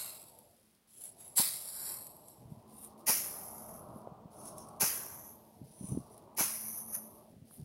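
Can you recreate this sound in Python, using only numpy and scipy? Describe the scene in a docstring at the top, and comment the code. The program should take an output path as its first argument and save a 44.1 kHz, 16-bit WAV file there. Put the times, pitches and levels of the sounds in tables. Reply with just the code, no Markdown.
"""Chaff already showering onto a heap of dry pods and stalks is heard first, over a breeze and a faint hum.
Then stalks snap, cloth and straw rustle with each swing, and a wooden flail beats the heap on its tarp.
Brittle sounds are trains of random fractures, shaped in spectrum and level; thuds and pops are damped swings.
Breeze, gusts, hum and hiss are filtered noise: an open field, with the wind buffeting the microphone."""
import sys
import numpy as np
from scipy import signal
from scipy.fft import rfft, irfft
from scipy.io import wavfile
from scipy.ndimage import uniform_filter1d

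SR = 44100
rng = np.random.default_rng(int(sys.argv[2]) if len(sys.argv) > 2 else 0)


def transcribe(signal):
    """Save signal, clipped to [-1, 1], as a 16-bit WAV file at the path in sys.argv[1]."""
    frames = np.atleast_2d(signal).T
    limited = np.clip(frames, -1, 1)
    pcm = np.round(limited * 32767).astype(np.int16)
    wavfile.write(sys.argv[1], SR, pcm)


N = 336960
TIME = np.arange(N) / SR


def amp(db):
    """Level to amplitude: 20 dB is a factor of ten."""
    return np.exp(np.asarray(db) * (np.log(10) / 20))


def evened(x):
    """Normalisation: scales to an rms of 1."""
    return x / np.sqrt(np.mean(x ** 2) + 1e-20)


def read(points, hz):
    """Log-frequency interpolation of a spectrum in dB."""
    f, db = np.transpose(points)
    return np.interp(np.log(hz + 1), np.log(f + 1), db)


def filtered(x, gain):
    """Linear filtering: multiplies the spectrum by a gain, then evens the rms to 1."""
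    return evened(irfft(rfft(x) * gain, N))


def coloured(x, points):
    """Spectral shaping: filters x by a table of levels, with an rms of 1."""
    return filtered(x, amp(read(points, np.fft.rfftfreq(N, 1 / SR))))


def band(hz, centre, width):
    """Band-pass response: a broad, flat-topped resonance with steep skirts."""
    return 1 / (1 + (2 * (hz - centre) / width) ** 4) ** .7


def burst(s, rise, t60):
    """Exponential decay: a swell from s, slow at first, then a fall of 60 dB in t60."""
    swell = np.clip((TIME - s) / rise, 0, 1) ** 1.5
    return swell * amp(-60 * np.maximum(TIME - s - rise, 0) / t60)


def thump(s, hz, cycles):
    """Heavily damped oscillation: a push of air that peaks at s, with a swing or two."""
    t = (TIME - s) * hz
    return np.cos(2 * np.pi * t) * np.exp(-np.where(t < 0, (2 * t) ** 2, t / cycles))


def crackle(per_s, spread_db, wash):
    """Random impulse train: tiny fractures of uneven size over a wash of countless finer ones."""
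    size = amp(spread_db * np.minimum(rng.exponential(1, N), 4))
    clicks = size * rng.choice([-1, 1], N) * (rng.random(N) < per_s / SR)
    return evened(clicks) + wash * rng.standard_normal(N)


def clumps(depth_db, per_s):
    """Random amplitude modulation: the gain jumps about, as events come in bunches."""
    knots = rng.standard_normal(N // 20)
    return amp(depth_db * np.interp(TIME * per_s, np.arange(len(knots)), knots))


def patchy(x, depth_db, frames, bins):
    """Random spectral modulation: narrow bands swell and fade while the overall level is kept."""
    z = signal.stft(x, SR, nperseg=512)[2]
    patches = uniform_filter1d(rng.standard_normal(z.shape), int(frames), axis=1)
    patches = uniform_filter1d(patches, int(bins), axis=0)
    gain = amp(depth_db * evened(patches))
    power = np.mean(abs(z) ** 2, axis=1, keepdims=True)
    gain /= np.sqrt((power * gain ** 2).sum(0) / power.sum())
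    return signal.istft(z * gain, SR, nperseg=512)[1][:N]


STROKE_GRIP_S, STROKE_GROWTH_DB = 0.0088, 16.5


def stroke(start, rise, db, t60):
    """Friction: the gain of one push catches at once, grows until it lets go, then dies away."""
    age = np.maximum(TIME - start, 0)
    shape_db = STROKE_GROWTH_DB * np.minimum(age / rise - 1, 0) - 60 * np.maximum(age - rise, 0) / t60
    return np.minimum(age / STROKE_GRIP_S, 1) * amp(db + shape_db)


def blows_before(s):
    """Event count: the blows whose first touch comes before the time s."""
    return sum(touch < s for touch, *_ in FLAIL_BLOWS)


def strokes(rows, count):
    """Superposition: the summed gain of strokes that begin after the given number of blows."""
    return sum(stroke(*row) for row in rows if blows_before(row[0]) == count)


SETTLE_RISE_S, SETTLE_RELEASE_DB_PER_S = 0.11, 109
PATTER_DB, PATTER_T60_S, PATTER_S = -56, 3.3, 0.76  # the last seeds go on dropping much longer


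def falling(start, db, sag, hold):
    """Granular flow: a shower of chaff swells, sags and runs out, leaving a longer patter."""
    age = np.maximum(TIME - start - SETTLE_RISE_S, 0)
    shower = amp(db - sag * age - SETTLE_RELEASE_DB_PER_S * np.maximum(age - hold, 0))
    patter = amp(PATTER_DB - 60 * age / PATTER_T60_S - SETTLE_RELEASE_DB_PER_S * np.maximum(age - PATTER_S, 0))
    return np.clip((TIME - start) / SETTLE_RISE_S, 0, 1) * np.hypot(shower, patter)


# chaff falling, under way at first, then after each blow:
# (start [s], level [dB], sag [dB/s], hold [s])
CHAFF_SHOWERS = [(-.12, -39, 67.5, 0.68), (1.427, -45, 23.5, 0.57), (3.128, -42, 24, .55),
                 (4.846, -44, 26.5, 0.34), (6.44, -43, -2, 0.23)]
# the stick drags through the straw as it is lifted off: (start [s], rise [s], level [dB], t60 [s])
STICK_DRAGS = [(1.64, 0.26, -41, 0.5), (2.15, 0.16, -60.5, 0.97), (2.48, 0.025, -69.5, 1),
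               (3.66, 0.079, -68, 0.23), (3.91, 0.075, -64.5, 0.18), (6.87, 0.063, -43.5, 0.6),
               (6.94, 0.01, -38.5, 0.088), (7.145, 0.023, -68, 0.15)]
# the colour of the falling chaff and straw differs after each blow; one spectrum per shower:
# (frequency [Hz], relative density [dB per Hz])
STRAW_SPECTRA = [
    [(1180, -21), (2000, -20), (2740, -12), (2880, -18), (3810, -7), (4730, -8.5), (6250, -16),
     (7640, -5.5), (9830, -7), (11100, -0.5), (11800, -1.5), (12900, -13.5), (14300, -9.5), (16000, -17)],
    [(1180, -32), (2000, -28), (2160, -20), (3550, -18), (3940, -6), (4690, -7), (5070, -10.5),
     (5540, -5.5), (6420, -33), (7120, -6), (7570, -2.5), (10200, -2.5), (11300, 2), (14300, -12.5),
     (16000, -37.5)],
    [(1180, -13), (2000, -14.5), (2620, -19.5), (2860, -19), (3260, -24), (4260, -26), (4770, -17),
     (5830, -8), (7840, -16), (8780, -20), (9410, -5.5), (10700, 2.5), (12800, -3.5), (16000, -22)],
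    [(1180, -16), (2000, -13), (2550, -28), (2780, -24), (3200, -21), (4190, -30), (6310, -6.5),
     (7840, -20.5), (8780, -21), (10100, -6), (11500, -2), (12900, -4.5), (16000, -34)],
    [(1180, -50), (2000, -24), (2260, -21.5), (2760, -31), (4120, -30.5), (5580, -11), (6310, -7),
     (7510, -32), (7980, -31.5), (9580, -2), (10900, 0), (12900, -4), (16000, -27)],
]
# dull body of the husks: (frequency [Hz], relative density [dB per Hz])
HUSK_SPECTRUM = [(200, -0.5), (600, -4.5), (1100, 12.5), (1600, 8.5), (2200, 1.5), (2900, -20), (4000, -75)]
# loose seeds and bits of chaff dropping on the tarp: (frequency [Hz], relative density [dB per Hz])
SEED_SPECTRUM = [(1000, -20), (3000, -11), (5000, -2), (7500, -11.5), (10000, 3.5), (13000, -6),
                 (15800, -9.5)]


def settling():
    """Level-dependent filtering: chaff falls, straw slides; faint rustle is narrowed, sparse seeds patter last."""
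    ticks = crackle(per_s=2200, spread_db=3.2, wash=.95) * clumps(depth_db=1.15, per_s=170)
    ticks = patchy(ticks, depth_db=2.8, frames=45, bins=3)
    seeds = coloured(crackle(per_s=350, spread_db=2.5, wash=.9), SEED_SPECTRUM)
    husks = coloured(ticks, HUSK_SPECTRUM)
    out = np.zeros(N)
    for k, (shower, colour) in enumerate(zip(CHAFF_SHOWERS, STRAW_SPECTRA)):
        motion = falling(*shower) + strokes(STICK_DRAGS, count=k)
        fullness = motion / (motion + amp(-51))
        rustle_share = motion ** 2 / (motion ** 2 + amp(-64) ** 2)
        full = coloured(ticks, colour) + amp(-21.0) * husks
        # doubling the spectrum's contrast in dB narrows its peaks
        narrow = coloured(ticks, [(hz, 2 * db) for hz, db in colour])
        straw = fullness * full + (1 - fullness) * narrow
        out += motion * (rustle_share * straw + amp(-3.5) * (1 - rustle_share) * seeds)
    return out


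BREEZE_GAIN_DB, LULL_DB = 1, -72.5  # the roar follows the breeze, but never falls below the lull
LOWEST_EDGE_HZ, HIGHEST_EDGE_HZ = 149.2, 1250  # limits of the low-pass edge
OPENS_AT_DB, OPENS_OVER_DB = -71.5, 5  # level at which the edge is midway, and the span of its move
# strength of the breeze, before its gain: (time [s], level [dB])
BREEZE_STRENGTH = [(0.0, -63), (0.4, -65), (0.9, -85.5), (1.0, -69), (1.5, -61.5), (1.7, -65), (1.9, -58.5),
                   (2.4, -64.5), (3.3, -55.5), (3.9, -53), (4.3, -60), (4.4, -54), (5.0, -55.5), (5.7, -68),
                   (5.9, -60), (7.2, -60.5), (7.4, -71.5), (7.64, -68)]
# spectrum of moving air, before the low-pass: (frequency [Hz], relative density [dB per Hz])
AIR_SPECTRUM = [(15, -68), (25, -15.5), (113, -3.5), (192, -5), (226, -4), (270, -8), (345, -6), (560, -8),
                (608, -1.5), (738, -6), (941, -6), (1200, -13), (1560, -41), (2640, -120)]


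def breeze():
    """Filtered noise: a dull, patchy roar swells with the breeze, under a low-pass whose edge its level sets."""
    hz, s, z = signal.stft(rng.standard_normal(N), SR, nperseg=2048)
    strength_db = np.interp(TIME, *np.transpose(BREEZE_STRENGTH))
    opening = 1 / (1 + np.exp((OPENS_AT_DB - np.interp(s, TIME, strength_db)) / OPENS_OVER_DB))
    edge_hz = LOWEST_EDGE_HZ + (HIGHEST_EDGE_HZ - LOWEST_EDGE_HZ) * opening
    patches = uniform_filter1d(rng.standard_normal(z.shape), size=3, axis=0)
    patches = evened(uniform_filter1d(patches, size=12, axis=1))
    air_db = read(AIR_SPECTRUM, np.minimum(hz, 1000))[:, None]  # level above 1 kHz
    z = z * amp(air_db + 2 * patches) / np.hypot(1, (hz[:, None] / edge_hz) ** 10)
    roar = evened(signal.istft(z, SR, nperseg=2048)[1][:N])
    return roar * np.hypot(amp(strength_db + BREEZE_GAIN_DB), amp(LULL_DB))


HUM_HZ = 219.9
# level of the faint hum: (time [s], level [dB])
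HUM_LEVEL = [(0, -79), (1.9, -83.5), (2.6, -65), (5, -65.5), (6.2, -71), (6.85, -58), (7.64, -73)]


def hum():
    """Narrow-band noise: a faint hum from far across the fields wavers as its random phases beat."""
    tone = filtered(rng.standard_normal(N), band(np.fft.rfftfreq(N, 1 / SR), HUM_HZ, width=10))
    return tone * amp(np.interp(TIME, *np.transpose(HUM_LEVEL)))


# steady hiss: (frequency [Hz], relative density [dB per Hz])
HISS_SPECTRUM = [(100, 11), (1000, 4.5), (1800, 0.5), (3000, 1), (4200, -1.5), (7000, -5.5), (10500, -3),
                 (15800, -4)]


def hiss():
    """Stationary noise: a soft, steady hiss lies under the field."""
    return amp(-74.0) * coloured(rng.standard_normal(N), HISS_SPECTRUM)


# single stalks snapping: (time [s], peak level [dB], pitch [Hz])
STALK_SNAPS = [(.388, -42.5, 11300), (1.038, -35, 10600), (1.055, -33, 10500), (1.091, -39.5, 10200),
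               (1.229, -55, 10800), (1.279, -39, 10600), (2.068, -35, 11300), (2.167, -40.5, 12000),
               (2.284, -40, 9180), (2.847, -36.5, 9800), (4.456, -37, 9550), (4.582, -34.5, 9900),
               (4.687, -44, 9970), (6.119, -56, 10500), (6.178, -45, 11100), (6.35, -53.5, 10000),
               (6.787, -49, 10600), (6.958, -31, 10900)]


def snaps():
    """Brittle fracture: a dry stalk breaks in a few milliseconds of splintering around one pitch."""
    t, hz = np.arange(2048) / SR, np.fft.rfftfreq(2048, 1 / SR)
    out = np.zeros(N + 2048)
    for s, db, pitch_hz in STALK_SNAPS:
        response = band(hz, pitch_hz, width=2800) + amp(-26)
        splinter = irfft(rfft(rng.standard_normal(len(t))) * response)
        snap = splinter * amp(-60 * t / .018)
        out[round(s * SR):][:len(t)] += amp(db) * snap / abs(snap).max()
    return out[:N]


# scuffs underfoot, one or two to a swing:
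# (start [s], rise [s], level before the mix [dB], t60 [s])
SWING_SCUFFS = [(.87, 0.18, -48.5, 0.35), (1.16, 0.048, -52, 1), (2.67, 0.18, -51, 0.23),
                (2.97, .025, -61.5, 0.26), (4.305, 0.18, -50, 0.34), (4.56, 0.029, -55.5, 0.71),
                (5.64, 0.26, -51.5, 0.68), (6.09, .03, -63.5, 0.47), (7.445, 0.096, -55.5, 0.48)]
# the two bands in which each swing rustles:
# (main centre [Hz], width [Hz], second centre [Hz], width [Hz], second relative to main [dB])
RUSTLE_BANDS = [(10700, 1300, 7700, 600, -9), (9450, 1500, 12600, 1200, -5), (10200, 2000, 5900, 1200, -10),
                (10050, 1600, 5950, 400, -7), (9900, 1200, 12000, 2500, -8)]


def swings():
    """Friction in two bands: tarp and straw rustle underfoot as the weight shifts, and a few seeds tick."""
    hz = np.fft.rfftfreq(N, 1 / SR)
    ticks = crackle(per_s=1800, spread_db=3.1, wash=1.1) * clumps(depth_db=1.4, per_s=90)
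    ticks = patchy(ticks, depth_db=3.2, frames=24, bins=3)
    seeds = coloured(crackle(per_s=300, spread_db=2.5, wash=.9), SEED_SPECTRUM)
    broad = amp(-21.5) * hz / np.hypot(hz, 1800)
    out = np.zeros(N)
    for k, (main_hz, width, second_hz, second_width, second_db) in enumerate(RUSTLE_BANDS):
        colour = band(hz, main_hz, width) + amp(second_db) * band(hz, second_hz, second_width) + broad
        motion = strokes(SWING_SCUFFS, count=k)
        rustle_share = motion ** 2 / (motion ** 2 + amp(-63) ** 2)
        rustle = filtered(ticks, colour)
        out += motion * (rustle_share * rustle + amp(-2.0) * (1 - rustle_share) * seeds)
    return out


TURN_S = 2.65  # the heap is heard from the side until now, then from the front


def heap(x, side, front):
    """Directivity: the colour of a crackle depends on the direction from which the heap is heard."""
    return np.where(TIME < TURN_S, coloured(x, side), coloured(x, front))


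CRUNCH_T60_S = 0.56
# blows of the flail: (first touch [s], rise [s], crunch [dB], time taken to reach the ground [s],
# thud [dB], thud pitch [Hz], knock [dB], splintering [dB])
FLAIL_BLOWS = [(1.352, 0.032, -24, 0.047, -30, 212, -39.5, -47),
               (3.059, 0.026, -23, .038, -33, 240, -37, -46),
               (4.796, 0.019, -24, 0.037, -32, 177, -35, -44.5),
               (6.362, 0.035, -26.5, .048, -35.5, 195, -37.5, -43.5)]
# narrow rings in the crunch: (time [s], pitch [Hz], width [Hz], level [dB])
CRUNCH_RINGS = [(1.36, 7660, 265, -30), (1.364, 11330, 636, -29)]
# crushed pods from the side: (frequency [Hz], relative density [dB per Hz])
SIDE_SPECTRUM = [(1180, -52), (2000, -17), (2160, -19.5), (3010, -23), (3140, -20), (3840, -15),
                 (3980, -12.5), (4820, -10), (6530, -19), (7700, -13.5), (9580, -4), (10600, -9),
                 (11400, -7), (15100, -16.5), (16000, -10.5)]
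# crushed pods from the front: (frequency [Hz], relative density [dB per Hz])
FRONT_SPECTRUM = [(1180, -22), (2000, -7.5), (2550, -9), (3610, -16), (5830, -1.5), (8480, -12),
                  (9740, 2.5), (10900, 1), (12100, 1), (15100, -13), (16000, -4.5)]


def blows():
    """Mass fracture: the stick lands along its length and bursts thousands of pods; the crunch dies quickly."""
    crunch = sum(amp(db) * burst(s, rise, CRUNCH_T60_S) for s, rise, db, *_ in FLAIL_BLOWS)
    fractures = crackle(per_s=7500, spread_db=2.4, wash=.75) * clumps(depth_db=1.05, per_s=380)
    fractures = patchy(fractures, depth_db=2.3, frames=12, bins=3)
    hz = np.fft.rfftfreq(N, 1 / SR)
    rings = np.zeros(N)
    for s, pitch_hz, width, db in CRUNCH_RINGS:
        ring = filtered(fractures, band(hz, pitch_hz, width))
        rings += amp(db) * burst(s, rise=0.012, t60=0.16) * ring
    return crunch * heap(fractures, SIDE_SPECTRUM, FRONT_SPECTRUM) + rings


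PRESS_SHARE = 0.54  # how far into the rise of the crunch the stick meets the thick stalks
PRESS_ATTACK_S, PRESS_BUILD_DB, PRESS_T60_S = 0.0023, 6, 0.098  # knocking builds as the heap is squeezed
# knocking of the thick stalks: (frequency [Hz], relative density [dB per Hz])
STALK_SPECTRUM = [(88, -38), (150, -12.5), (359, -1), (477, -5), (544, -2.5), (683, -4), (867, 3.5),
                  (1350, -9.5), (1590, -6.5), (2600, -67), (3380, -43.5), (5720, -120)]


def landings():
    """Compression and impact: thick stalks splinter and knock harder until the ground stops the stick."""
    stalks = coloured(crackle(per_s=1500, spread_db=2, wash=.7), STALK_SPECTRUM)
    stalks = patchy(stalks, depth_db=3, frames=24, bins=2)
    splinters = coloured(crackle(per_s=2000, spread_db=2.5, wash=.8), HUSK_SPECTRUM)
    out = np.zeros(N)
    for touch, rise, _, sinking, thud_db, hz, knock_db, splinter_db in FLAIL_BLOWS:
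        meets, ground = touch + PRESS_SHARE * rise, touch + sinking
        press_db = np.interp(TIME, [meets, ground], [-PRESS_BUILD_DB, 0])
        press_db = press_db - 60 * np.maximum(TIME - ground, 0) / PRESS_T60_S
        out += np.clip((TIME - meets) / PRESS_ATTACK_S, 0, 1) * amp(knock_db + press_db) * stalks
        out += amp(splinter_db) * burst(meets, rise=0.013, t60=0.49) * splinters
        out += amp(thud_db) * thump(ground, hz, cycles=0.6)
    return out


# gusts on the microphone: (start [s], rise [s], level before the rumble gain [dB], t60 [s])
MIC_GUSTS = [(2.35, .11, -49, 0.84), (3.6, .2, -56, 4.7), (5.522, 0.081, -51.5, 0.54),
             (5.79, 0.046, -38.5, 0.25), (5.885, 0.038, -33.5, 0.32), (6.6, .25, -56.5, 1.27),
             (7.28, 0.04, -53.5, 1.5), (7.56, 0.036, -47.5, .4)]
# rumble of the gusts: (frequency [Hz], relative density [dB per Hz])
RUMBLE_SPECTRUM = [(20, -7), (60, -15), (120, -0.5), (200, -6.5), (320, -16.5), (600, -30.5), (1200, -103)]
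# puffs of air and small knocks: (time [s], peak level [dB], pitch [Hz])
AIR_BUMPS = [(2.457, -42.5, 125), (2.523, -36.5, 143), (3.962, -38, 205), (4.074, -31.5, 563),
             (4.122, -41.5, 162), (4.258, -38, 179.5), (5.617, -37.5, 208), (5.812, -34, 187),
             (5.844, -31.5, 184), (5.922, -29.5, 147), (5.949, -30, 212), (5.975, -22, 258),
             (5.987, -34, 199), (7.258, -48.5, 620), (7.342, -46.5, 182), (7.367, -46.5, 141),
             (7.511, -50, 1070), (7.627, -39, 123)]


def buffets():
    """Turbulent pressure: eddies rumble and pop on the microphone."""
    gusts = sum(amp(db) * burst(s, rise, t60) for s, rise, db, t60 in MIC_GUSTS)
    rumble = coloured(rng.standard_normal(N), RUMBLE_SPECTRUM) * clumps(depth_db=5.5, per_s=73)
    pops = sum(amp(db) * thump(s, hz, cycles=0.61) for s, db, hz in AIR_BUMPS)
    return amp(-4.5) * gusts * rumble + pops


def scene():
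    """Superposition: the threshing, the wind and the faint hum and hiss of the field add."""
    threshing = settling() + snaps() + amp(2.0) * swings() + blows() + landings()
    return (threshing + breeze() + hum() + hiss() + buffets())[None]


EDGE_HZ = 15900  # upper band limit


def record(dry):
    """Band limiting: a small microphone loses the deepest bass, then a steep low-pass cuts the top."""
    thin = signal.sosfilt(signal.butter(2, 55, "highpass", fs=SR, output="sos"), dry)
    lowpass = signal.firwin(511, EDGE_HZ, window=("kaiser", 8), fs=SR)
    return signal.oaconvolve(thin, lowpass[None], "same")


dry = scene()
out = record(dry)
transcribe(out)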